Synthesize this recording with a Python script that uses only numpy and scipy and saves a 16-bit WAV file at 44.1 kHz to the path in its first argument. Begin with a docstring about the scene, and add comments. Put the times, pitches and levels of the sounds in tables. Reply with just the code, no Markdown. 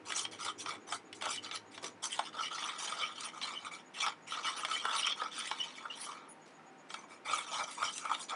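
"""Whisking batter in a steel bowl

A wire whisk beats thin batter, about six strokes a second, with a short rest.
Filtered grit makes the wires grate over batter-damped steel and swish through the liquid.
Noise bursts through the same resonances knock on the bowl; unsteady tones squeak.
Behind: kitchen noise, steady tones, a fading low hum and faint, high, cricket-like chirping."""
import sys
import numpy as np
from scipy import signal
from scipy.io import wavfile
from scipy.ndimage import uniform_filter1d

SR = 44100
rng = np.random.default_rng(int(sys.argv[2]) if len(sys.argv) > 2 else 0)


def file_out(sig):
    """Save sig as 16-bit WAV at sys.argv[1]."""
    # one column per channel
    cols = np.atleast_2d(sig).T
    # limit, then scale
    lim = np.clip(cols, -1, 1)
    pcm = np.round(lim * 32767).astype(np.int16)
    wavfile.write(sys.argv[1], SR, pcm)


N = 368235
TIME_S = np.arange(N) / SR


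def amp(db):
    """Decibels to gain."""
    return 10 ** (np.asarray(db) / 20)


def evened(x):
    """Scales to an rms of one."""
    return x / np.sqrt(np.mean(x ** 2) + 1e-20)


def steadied(x, size=900):
    """Keeps the fine grain of a force while its short-term rms (size samples) is held at one."""
    return x / np.sqrt(abs(uniform_filter1d(x ** 2, size=size)) + 1e-6)


def add(mix, start_s, sound):
    """Mixes a sound in at start_s."""
    part = mix[max(round(start_s * SR), 0):][:len(sound)]
    part += sound[:len(part)]


def wander(rate_hz, size=N):
    """Slow chance, rms one: random values, two per cycle of rate_hz, joined by straight lines."""
    place = np.arange(size) * 2 * rate_hz / SR
    knots = rng.standard_normal(size // 10)
    return evened(np.interp(place, np.arange(len(knots)), knots))


def fuzzy(pitch_hz, width_hz, size=N):
    """A tone whose level and phase wander: two randomly weighted quadratures, rms about one."""
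    angle = 2 * np.pi * pitch_hz * np.arange(size) / SR
    in_phase = wander(width_hz, size=size) * np.cos(angle)
    quadrature = wander(width_hz, size=size) * np.sin(angle)
    return in_phase + quadrature


def response(body, modes=(), size=4096):
    """Causal impulse response of unit energy: a broad colour with resonances standing on it."""
    hz = np.fft.rfftfreq(size, 1 / SR)
    knots_hz, knots_db = np.transpose(body)
    power = amp(np.interp(np.log(hz + 1), np.log(knots_hz), knots_db)) ** 2
    for centre_hz, width_hz, mode_db in modes:
        power = power + (amp(mode_db) / (1 + ((hz - centre_hz) / width_hz) ** 2 * 2)) ** 2
    # minimum phase: the Hilbert transform of the log gain gives the phase
    log_gain = np.log(np.r_[power, power[-2:0:-1]]) / 2
    spectrum = np.exp(np.conj(signal.hilbert(log_gain)))
    ring = np.fft.ifft(spectrum).real[:size // 2]
    ring = ring * signal.windows.hann(size)[size // 2:]
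    return ring / np.linalg.norm(ring)


def through(x, ring):
    """Sends a force through a response."""
    return signal.oaconvolve(x, ring)[:len(x)]


def grit(rate_hz, spread_db, smooth):
    """Tiny slips or bursting bubbles of unequal size over a smooth rub."""
    sizes = amp(spread_db * np.minimum(rng.exponential(1, N), 4))
    slips = sizes * rng.choice([-1, 1], N) * (rng.random(N) < rate_hz / SR)
    return evened(evened(slips) + smooth * rng.standard_normal(N))


# kitchen noise colour: hz [Hz], density_db [dB per Hz, relative]
KITCHEN_COLOUR = [(25, -22), (70, -38), (90, -23), (130, -13), (170, -3.5), (280, 2.5), (450, -3.5),
                  (900, -4), (1500, -7), (2400, -11), (3500, -20), (6000, -26), (8200, -31), (10300, -33),
                  (11200, -54)]
# faint steady tones: pitch_hz [Hz], level_db [dB]
KITCHEN_TONES = [(160, -78), (488, -73.5), (775, -71.5), (920, -71.5)]
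# drone gain over time: time_s [s], gain_db [dB]
DRONE_GAIN = [(0, -71), (1.5, -73.5), (2.3, -83.5), (8.3, -89.5)]
KITCHEN_DB, DRONE_HZ = -58.5, 104.8
CHIRP_HZ, CHIRP_RATE_HZ, CHIRP_DB = 6790, 8.2, -75


def background():
    """Room noise, faint tones, a distant drone that fades away and an even train of high chirps."""
    air = amp(KITCHEN_DB) * through(rng.standard_normal(N), response(KITCHEN_COLOUR))
    tones = sum(amp(level_db) * fuzzy(pitch_hz, 5) for pitch_hz, level_db in KITCHEN_TONES)
    drone = amp(1) * fuzzy(DRONE_HZ, 11) + amp(4) * fuzzy(3 * DRONE_HZ, 10) + amp(10) * fuzzy(370, 140)
    drone = amp(np.interp(TIME_S, *np.transpose(DRONE_GAIN))) * drone
    gate = np.maximum(np.cos(2 * np.pi * CHIRP_RATE_HZ * (TIME_S - 6.68)), 0)
    chirps = amp(CHIRP_DB) * evened(gate * fuzzy(CHIRP_HZ, 230))
    return air + tones + drone + chirps


def room(x, t60_s=0.097, wet_db=-12, late_t60_s=0.26, late_db=-16, dull_hz=7000, drift_hz=1.697,
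         size=22000, count=3):
    """Near reflections and a fainter, longer wash; they change as the arm and bowl move."""
    t, wet = np.arange(size) / SR, np.zeros(N)
    fade = (t > .005) * (amp(-60 * t / t60_s) + amp(late_db - 60 * t / late_t60_s))
    for k in range(count):
        taps = rng.standard_normal(size) * (rng.random(size) < 4000 / SR) * fade
        tail = signal.lfilter(*signal.butter(1, min(dull_hz, SR / 3), fs=SR), taps)
        # drift_hz counts half turns of the crossfade per second
        share = np.sqrt(2 / count) * np.cos(np.pi * (drift_hz * TIME_S + k / count))
        wet += through(share * x, tail / np.linalg.norm(tail))
    return x + amp(wet_db) * wet


# batter slapping down: start_s [s], level_db [dB], fade_s [s, Gaussian sigma]
SLOP_EVENTS = [(.312, -53.5, 0.032), (1.828, -44.5, 0.037), (6.459, -61.5, 0.045)]
# slap colour: hz [Hz], level_db [dB, relative]
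SLOP_COLOUR = [(30, -29), (100, -24), (220, 9.5), (450, 10), (900, -2), (2000, -1.5), (5000, -2),
               (11000, -11.5)]


def slops(size=10000):
    """Batter falls back with a dull, crackling slap: fading grit through a broad colour."""
    swell, t = np.zeros(N), np.arange(size) / SR
    for start_s, level_db, fade_s in SLOP_EVENTS:
        add(swell, start_s, amp(level_db) * np.exp(-(t / fade_s) ** 2 / 2))
    crackle = steadied(grit(rate_hz=1200, spread_db=4, smooth=.5))
    return through(swell * crackle, response(SLOP_COLOUR))


def bowed(x, start_s, length_s, level_db):
    """Cuts a short swell out of a sustained sound."""
    part = evened(x)[:round(length_s * SR)]
    return start_s, amp(level_db) * part * signal.windows.tukey(len(part), .5)


# wire sticking and slipping on steel: start_s [s], length_s [s], pitch_hz [Hz], level_db [dB]
SQUEAK_EVENTS = [(0.24, 0.025, 3150, -42.5), (0.478, 0.04, 3075, -46), (1.375, 0.014, 2970, -40.5),
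                 (2.417, 0.077, 2930, -44.5), (3.018, 0.032, 3047, -37.5), (3.42, 0.032, 4020, -41.5),
                 (3.556, 0.032, 3020, -41), (4.452, 0.049, 3010, -37), (4.729, 0.031, 3015, -35.5),
                 (4.761, 0.024, 2315, -42), (4.778, 0.043, 3180, -45), (5.028, 0.01, 3040, -32),
                 (5.042, 0.019, 3110, -32), (5.071, 0.013, 3040, -32), (5.588, 0.061, 3010, -37),
                 (5.606, 0.015, 5620, -43), (5.896, 0.03, 2940, -41), (7.87, 0.044, 3084, -43.5)]
# wet film squeezed under a wire: start_s [s], length_s [s], pitch_hz [Hz], level_db [dB]
SIZZLE_EVENTS = [(1.315, 0.048, 8800, -52), (2.116, 0.027, 8500, -45), (3.239, 0.037, 9200, -46.5),
                 (4.571, 0.047, 10000, -55), (4.949, 0.074, 9270, -45.5), (5.381, 0.021, 9100, -44.5),
                 (5.992, 0.08, 9800, -48.5), (6.284, 0.051, 9740, -55)]


def squeaks(jitter=0.021, flutter_db=3, sizzle_width_hz=700, size=6000):
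    """Stick-slip locks on to a wire resonance as an unsteady tone; the wet film sizzles far above."""
    out = np.zeros(N)
    for start_s, length_s, pitch_hz, level_db in SQUEAK_EVENTS:
        turns = np.cumsum(pitch_hz * (1 + jitter * wander(126, size=size))) / SR
        tone = np.sin(2 * np.pi * turns) * amp(flutter_db * wander(187, size=size))
        add(out, *bowed(tone, start_s, length_s, level_db))
    for start_s, length_s, pitch_hz, level_db in SIZZLE_EVENTS:
        add(out, *bowed(fuzzy(pitch_hz, sizzle_width_hz, size=size), start_s, length_s, level_db))
    return out


# damped wall resonances: centre_hz [Hz], width_hz [Hz], level_db [dB, relative]
WALL_MODES = [(944, 44, -30), (1140, 40, 1), (1240, 130, -7.5), (1326, 108, 10), (1430, 27, -10),
              (1890, 230, -8.5)]
# broad colour under them: hz [Hz], level_db [dB, relative]
WALL_COLOUR = [(30, -75), (200, -48), (500, -8.5), (900, -21.5), (1250, 12), (1700, -20), (2600, -20),
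               (4500, -37), (11000, -80)]


def wall_response():
    """Steel wall damped by batter."""
    return response(WALL_COLOUR, WALL_MODES)


# resonances of the wires on the wall: centre_hz [Hz], width_hz [Hz], level_db [dB, relative]
WIRE_RESONANCES = [(1934, 205, -4.5), (2290, 147, -0.5), (3014, 150, -3), (3170, 170, -0.5), (3495, 280, 0),
                   (3880, 110, -6), (4340, 310, -7.5)]
# broad colour under them: hz [Hz], level_db [dB, relative]
WIRE_COLOUR = [(100, -65), (1000, -26), (1800, -12), (2650, -6), (3400, -6), (4200, -18), (5500, -8),
               (11000, -50.5)]


def wire_response():
    """Whisk wires shaken against the steel."""
    return response(WIRE_COLOUR, WIRE_RESONANCES)


# high resonances of the splash: centre_hz [Hz], width_hz [Hz], level_db [dB, relative]
SPLASH_RESONANCES = [(4800, 110, 3), (5670, 63, 3), (5947, 290, 5), (6960, 140, -1.5), (8460, 230, -2.5)]
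# broad colour under them: hz [Hz], level_db [dB, relative]
SPLASH_COLOUR = [(60, -62), (1000, -20), (3000, -3.5), (4500, -4), (6200, -2), (6900, -1.5), (8500, -1),
                 (9700, -3.5), (10500, -7), (11200, -31)]


def splash_response():
    """Bright colour of torn batter and wet ticks."""
    return response(SPLASH_COLOUR, SPLASH_RESONANCES)


# batter-loaded bottom resonances: centre_hz [Hz], width_hz [Hz], level_db [dB, relative]
BOTTOM_RESONANCES = [(676, 78, -7), (855, 120, -0.5), (933, 152, 4), (1099, 104, 5.5)]
# broad colour under them: hz [Hz], level_db [dB, relative]
BOTTOM_COLOUR = [(30, -66), (130, -57.5), (300, -46), (480, -36), (620, -5), (1000, -21), (1600, -4),
                 (2600, -27), (11000, -88)]


def bottom_response():
    """Bowl bottom, tuned low by its load of batter."""
    return response(BOTTOM_COLOUR, BOTTOM_RESONANCES)


# rim gain, set by the whisk's lean: time_s [s], gain_db [dB re force]
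RIM_GAIN = [(0, -11.5), (1.5, -6), (2.4, -29), (3.7, -0.5), (4.6, -27), (5.9, -19), (6.9, 8), (7.4, -6.5),
            (8.3, -3.5)]
RIM_HZ, RIM_WIDTH_HZ = 2320, 93


def rim(force, size=2048):
    """The bare rim rings above the damped wall as one decaying sine."""
    t = np.arange(size) / SR
    ring = np.sin(2 * np.pi * RIM_HZ * t) * np.exp(-np.pi * RIM_WIDTH_HZ * t)
    gain = amp(np.interp(TIME_S, *np.transpose(RIM_GAIN)))
    return gain * through(force, ring / np.linalg.norm(ring))


# wire strikes: start_s [s], strength_db [dB re level_db of knocks()],
# wall_db, tick_db (wet tick), bottom_db [dB, shares before the sum is evened]
KNOCK_EVENTS = [(0.103, -29.5, -8, -18, -7), (0.121, -24, -13, -16, -22), (0.251, -28, -19, -36, -14.5),
                (0.66, -27.5, -18, -42, -9), (0.691, -29, 5, -2.5, -18), (0.923, -24, -7.5, -12, -9),
                (1.128, -34, -29, -17, -22), (1.211, -35.5, -24, -20, -16), (1.222, -27.5, -18, -10.5, -8),
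                (1.255, -29, -4, -1, -3), (1.265, -26.5, -12, -22, 6), (1.36, -33, -20, 3, -22),
                (1.512, -29, -18, -43, -20), (1.777, -33, -28, -30, -9), (1.843, -30.5, -26, -11, -24),
                (2.191, -17, -12, -16, -1), (2.405, -33, -18, -25, -8), (2.622, -30.5, -6, -31, -9),
                (2.846, -35, -20, 13, -22), (2.922, -24, -3, -38, -38), (3.207, -32, -21, 4, -13),
                (3.414, -29, -24, -27, -15), (3.667, -30, 10, -15, -19), (4.063, -22, -20, -17, -7),
                (4.081, -27, -23, -20.5, -10.5), (4.321, -27.5, 13, -24, -5), (4.456, -30, -8, -29, -31),
                (4.649, -21.5, -19, -18, -11), (4.713, -23, -7, -22, -23), (4.852, -19, -2.5, -14, -2.5),
                (4.939, -25.5, 14, -19, -12.5), (5.029, -39, -6, -19, -27), (5.065, -29, -23, 1, -24),
                (5.218, -22, 11, -27, 6), (5.474, -31, -23, -25, -23), (5.513, -21.5, -15, -27, -4.5),
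                (5.854, -27, 10, -29, -23), (6.594, -46, 9, -21, -15), (6.903, -34, -10, -32, -18),
                (6.941, -27, -7, -16, -14), (7.254, -39, 9, -8.5, -20), (7.827, -18.5, 3, -32, -13),
                (7.98, -29, -16, -1, -25), (8.052, -23, 7, -10, -9), (8.193, -42.5, -10, -15, -30),
                (8.297, -34.5, -20, -20, -20)]


def knocks(wall, wires, splash, bottom, chatter_s=0.0025, first=1.0, level_db=-20, wire_db=-8, size=3000):
    """A loop of wire hits the bowl once, then chatters for a few milliseconds."""
    out, t = np.zeros(N), np.arange(size) / SR
    for start_s, strength_db, wall_db, tick_db, bottom_db in KNOCK_EVENTS:
        blow = rng.standard_normal(size) * np.sqrt(t / chatter_s) * np.exp(-t / chatter_s)
        blow[0] = first
        shares = ((wall, wall_db), (wires, wire_db), (splash, tick_db), (bottom, bottom_db))
        sound = sum(amp(share_db) * evened(through(blow, ring)) for ring, share_db in shares)
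        add(out, start_s, amp(strength_db + level_db) * evened(sound))
    return out


def shifting(x, patchy_db, size=512):
    """The point of contact travels, so different resonances stand out from moment to moment."""
    z = signal.stft(x, nperseg=size, noverlap=size * 3 // 4)[2]
    patches = rng.standard_normal(z.shape)
    for _ in range(2):
        patches = uniform_filter1d(patches, size=4, axis=0)  # across frequency
        patches = uniform_filter1d(patches, size=6, axis=1)  # across time
    z = z * evened(amp(patchy_db * 2 * np.tanh(evened(patches) / 2)))
    return signal.istft(z, nperseg=size, noverlap=size * 3 // 4)[1][:N]


def catches(rate_hz, fade_s, depth):
    """Wire after wire catches the steel: the force jumps and dies away."""
    kicks = (rng.random(N) < rate_hz / SR) * rng.uniform(0.42, 1, N)
    jumps = signal.lfilter([1], [1, -np.exp(-1 / (fade_s * SR))], kicks)
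    return evened(1 + depth * jumps)


def pings(rate_hz=100, low_hz=3400, high_hz=10000, ring_s=0.0024, spread_db=4.0, size=1400):
    """Loops of wire slip past each other and ring briefly, each at its own pitch."""
    out, t = np.zeros(N), np.arange(size) / SR
    for when, height, strength in rng.random((int(rate_hz * N / SR), 3)):
        pitch_hz = low_hz * (high_hz / low_hz) ** height
        tone = np.sin(2 * np.pi * pitch_hz * t) * t * np.exp(-t / ring_s)
        add(out, when * N / SR, tone * amp(-spread_db * np.log(strength + 0.032)))
    return evened(out)


# whisk strokes: start_s [s], length_s [s], press and sweep [crest place, share of length],
# rub_db (wall), scrape_db (wires), swish_db (batter), dig_db (bottom) [dB at the crest]
WHISK_STROKES = [(0.049, 0.14, 0.43, 0.42, -48.5, -46.5, -47, -52.0),
                 (0.143, 0.096, 0.34, 0.39, -40.5, -42.5, -33, -47.5),
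                 (0.31, 0.062, 0.22, 0.34, -67, -51, -52.5, -53),
                 (0.378, 0.13, 0.65, 0.6, -40.5, -41, -43.5, -50),
                 (0.575, 0.059, 0.93, 0.67, -57, -48, -43.5, -55.0),
                 (0.643, 0.12, 0.55, 0.51, -40.5, -45.0, -53, -48.5),
                 (0.867, 0.1, 0.58, 0.66, -45.5, -46.5, -44, -43.0),
                 (1.144, 0.058, 1.0, 0.023, -67, -66, -50, -65),
                 (1.202, 0.084, 0.79, 0.59, -38, -42.5, -50, -39.5),
                 (1.276, 0.099, 0.25, 0.42, -45.5, -41.5, -41.5, -51.0),
                 (1.42, 0.076, 0.5, 0.36, -45.5, -42, -52, -57),
                 (1.505, 0.062, 0.57, 0.91, -45.5, -40.5, -45, -50.5),
                 (1.707, 0.085, 1.0, 0.48, -75, -53.5, -56, -74),
                 (1.807, 0.071, 0.7, 0.88, -55, -51.5, -47.5, -47.0),
                 (2.02, 0.061, 0.56, 0.45, -48.5, -44.5, -36, -44.5),
                 (2.09, 0.14, 0.92, 0.33, -53, -45, -47.5, -43.5),
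                 (2.206, 0.08, 0.88, 0.73, -52.5, -47.5, -56, -57),
                 (2.323, 0.16, 0.39, 0.74, -39, -42.5, -52, -50),
                 (2.495, 0.13, 0.4, 0.45, -39.5, -44, -49.5, -52),
                 (2.572, 0.2, 0.55, 0.41, -42.5, -40.5, -49.5, -49.0),
                 (2.775, 0.34, 0.34, 0.19, -49, -43, -45, -47),
                 (2.962, 0.17, 0.32, 0.41, -40, -42, -64, -54.5),
                 (3.141, 0.15, 0.53, 0.67, -46, -43.5, -51.5, -51.5),
                 (3.315, 0.1, 0.47, 0.63, -47, -53, -59.5, -54.5),
                 (3.415, 0.23, 0.24, 0, -45, -39.5, -49.5, -49.5),
                 (3.613, 0.074, 0.56, 0.63, -45, -51, -57.5, -52),
                 (3.708, 0.1, 0.0031, 0.32, -43, -49.5, -55, -55),
                 (3.933, 0.12, 0.92, 0.84, -43.5, -36, -43.5, -46),
                 (4.059, 0.069, 0.03, 0.11, -31.5, -40, -50.0, -36),
                 (4.264, 0.16, 0.64, 0.44, -43.0, -42, -50.5, -50),
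                 (4.425, 0.13, 0.48, 0.34, -39.5, -37, -46.5, -44.0),
                 (4.559, 0.16, 0.09, 0.048, -39, -40, -44, -44.0),
                 (4.669, 0.17, 0.26, 0.45, -39, -40, -46.0, -47.5),
                 (4.815, 0.2, 0.52, 0.82, -37, -37, -44, -40.5),
                 (5.011, 0.12, 0.66, 0.54, -39.5, -34, -54, -50.0),
                 (5.152, 0.14, 0.53, 0.46, -38.5, -44.5, -55.5, -47),
                 (5.303, 0.15, 0.64, 0.57, -47.5, -40, -49, -53.5),
                 (5.437, 0.17, 0.6, 0.17, -50.5, -42, -49.5, -52),
                 (5.565, 0.16, 0.56, 0.41, -58.5, -46, -55, -54.5),
                 (5.715, 0.2, 0.67, 0.33, -53, -52, -61, -55.5),
                 (5.895, 0.081, 0.047, 0.47, -54, -49.5, -66, -54.0),
                 (5.949, 0.22, 0.7, 0.32, -52.0, -49.5, -50.0, -50.5),
                 (6.103, 0.2, 0.38, 0.0, -50, -52.5, -77, -58),
                 (6.885, 0.16, 0.62, 0.32, -61, -58.5, -57.0, -53.5),
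                 (7.079, 0.1, 0.54, 0.4, -59.5, -64, -61, -59),
                 (7.246, 0.2, 0.38, 0.46, -36.5, -40, -43.5, -43),
                 (7.457, 0.19, 0.71, 0.59, -37, -42, -44.5, -41),
                 (7.66, 0.13, 0.18, 0.48, -50, -50.5, -47.5, -56),
                 (7.77, 0.14, 0.4, 0.64, -38, -46, -43.5, -39.5),
                 (7.916, 0.18, 0.82, 0.26, -45, -59, -45.5, -53.5),
                 (8.038, 0.11, 0.7, 0.97, -38, -41.5, -49.5, -40),
                 (8.154, 0.097, 0.45, 0.63, -58, -65.5, -45.5, -54.5),
                 (8.282, 0.077, 0.65, 0.17, -38.5, -45.0, -51.5, -40.5)]
LAND_S, LIFT_S = 0.012, 0.078  # linear rise; time to fall by 60 dB
# fall away from the crest, dB per stroke length
RUB_FALL_DB, SCRAPE_FALL_DB, SWISH_FALL_DB, DIG_FALL_DB = 25.5, 19, 23.5, 21.5


def pressure():
    """Strokes land, press and sweep to a crest, ease and lift: gains of rub, scrape, swish, dig."""
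    power = np.zeros((4, N))
    falls_db = (RUB_FALL_DB, SCRAPE_FALL_DB, SWISH_FALL_DB, DIG_FALL_DB)
    for start_s, length_s, press, sweep, *levels_db in WHISK_STROKES:
        t = np.arange(0, length_s + LIFT_S, 1 / SR)
        contact = np.minimum(t / LAND_S, 1) * amp(-60 * np.maximum(t - length_s, 0) / LIFT_S)
        crests = (press, sweep, sweep, press)
        for layer, level_db, fall_db, crest in zip(power, levels_db, falls_db, crests):
            gain = contact * amp(level_db - fall_db * abs(t / length_s - crest))
            add(layer, start_s, gain ** 2)  # overlapping strokes add in power
    return np.sqrt(power)


def whisking(wall, wires, splash, bottom):
    """Strokes dig into the bottom, grate up the wall, shake the wires and tear through the batter."""
    rub, scrape, swish, dig = pressure()
    force = catches(rate_hz=130, fade_s=0.0096, depth=3.0)
    slips = steadied(force * grit(rate_hz=2500, spread_db=2.5, smooth=0.5))
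    bubbles = steadied(force ** 0.78 * grit(rate_hz=3500, spread_db=-1.0, smooth=1.0))
    drag = steadied(force * grit(rate_hz=1500, spread_db=-1.5, smooth=0.76))
    grating = through(rub * slips, wall) + rim(rub * slips)
    digging = through(dig * drag, bottom)
    scraping = through(scrape * slips, wires)
    swishing = through(swish * (bubbles + amp(-9.0) * pings()), splash)
    return shifting(grating + digging, patchy_db=4.5) + shifting(scraping + swishing, patchy_db=6.0)


def scene():
    """The whisk and bowl in the kitchen."""
    rings = (wall_response(), wire_response(), splash_response(), bottom_response())
    bowl = whisking(*rings) + knocks(*rings) + squeaks() + slops()
    return (room(bowl) + background())[None]


LOW_CUT_HZ, EDGE_HZ = 70, 11130


def record(dry):
    """A small microphone with little bass, then the recorder's steep band limit."""
    low_cut = signal.butter(4, LOW_CUT_HZ, "high", fs=SR, output="sos")
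    thin = signal.sosfilt(low_cut, dry)
    band_limit = signal.firwin(301, EDGE_HZ, window=("kaiser", 8), fs=SR)
    return signal.oaconvolve(thin, band_limit[None], "same")


dry = scene()
out = record(dry)
file_out(out)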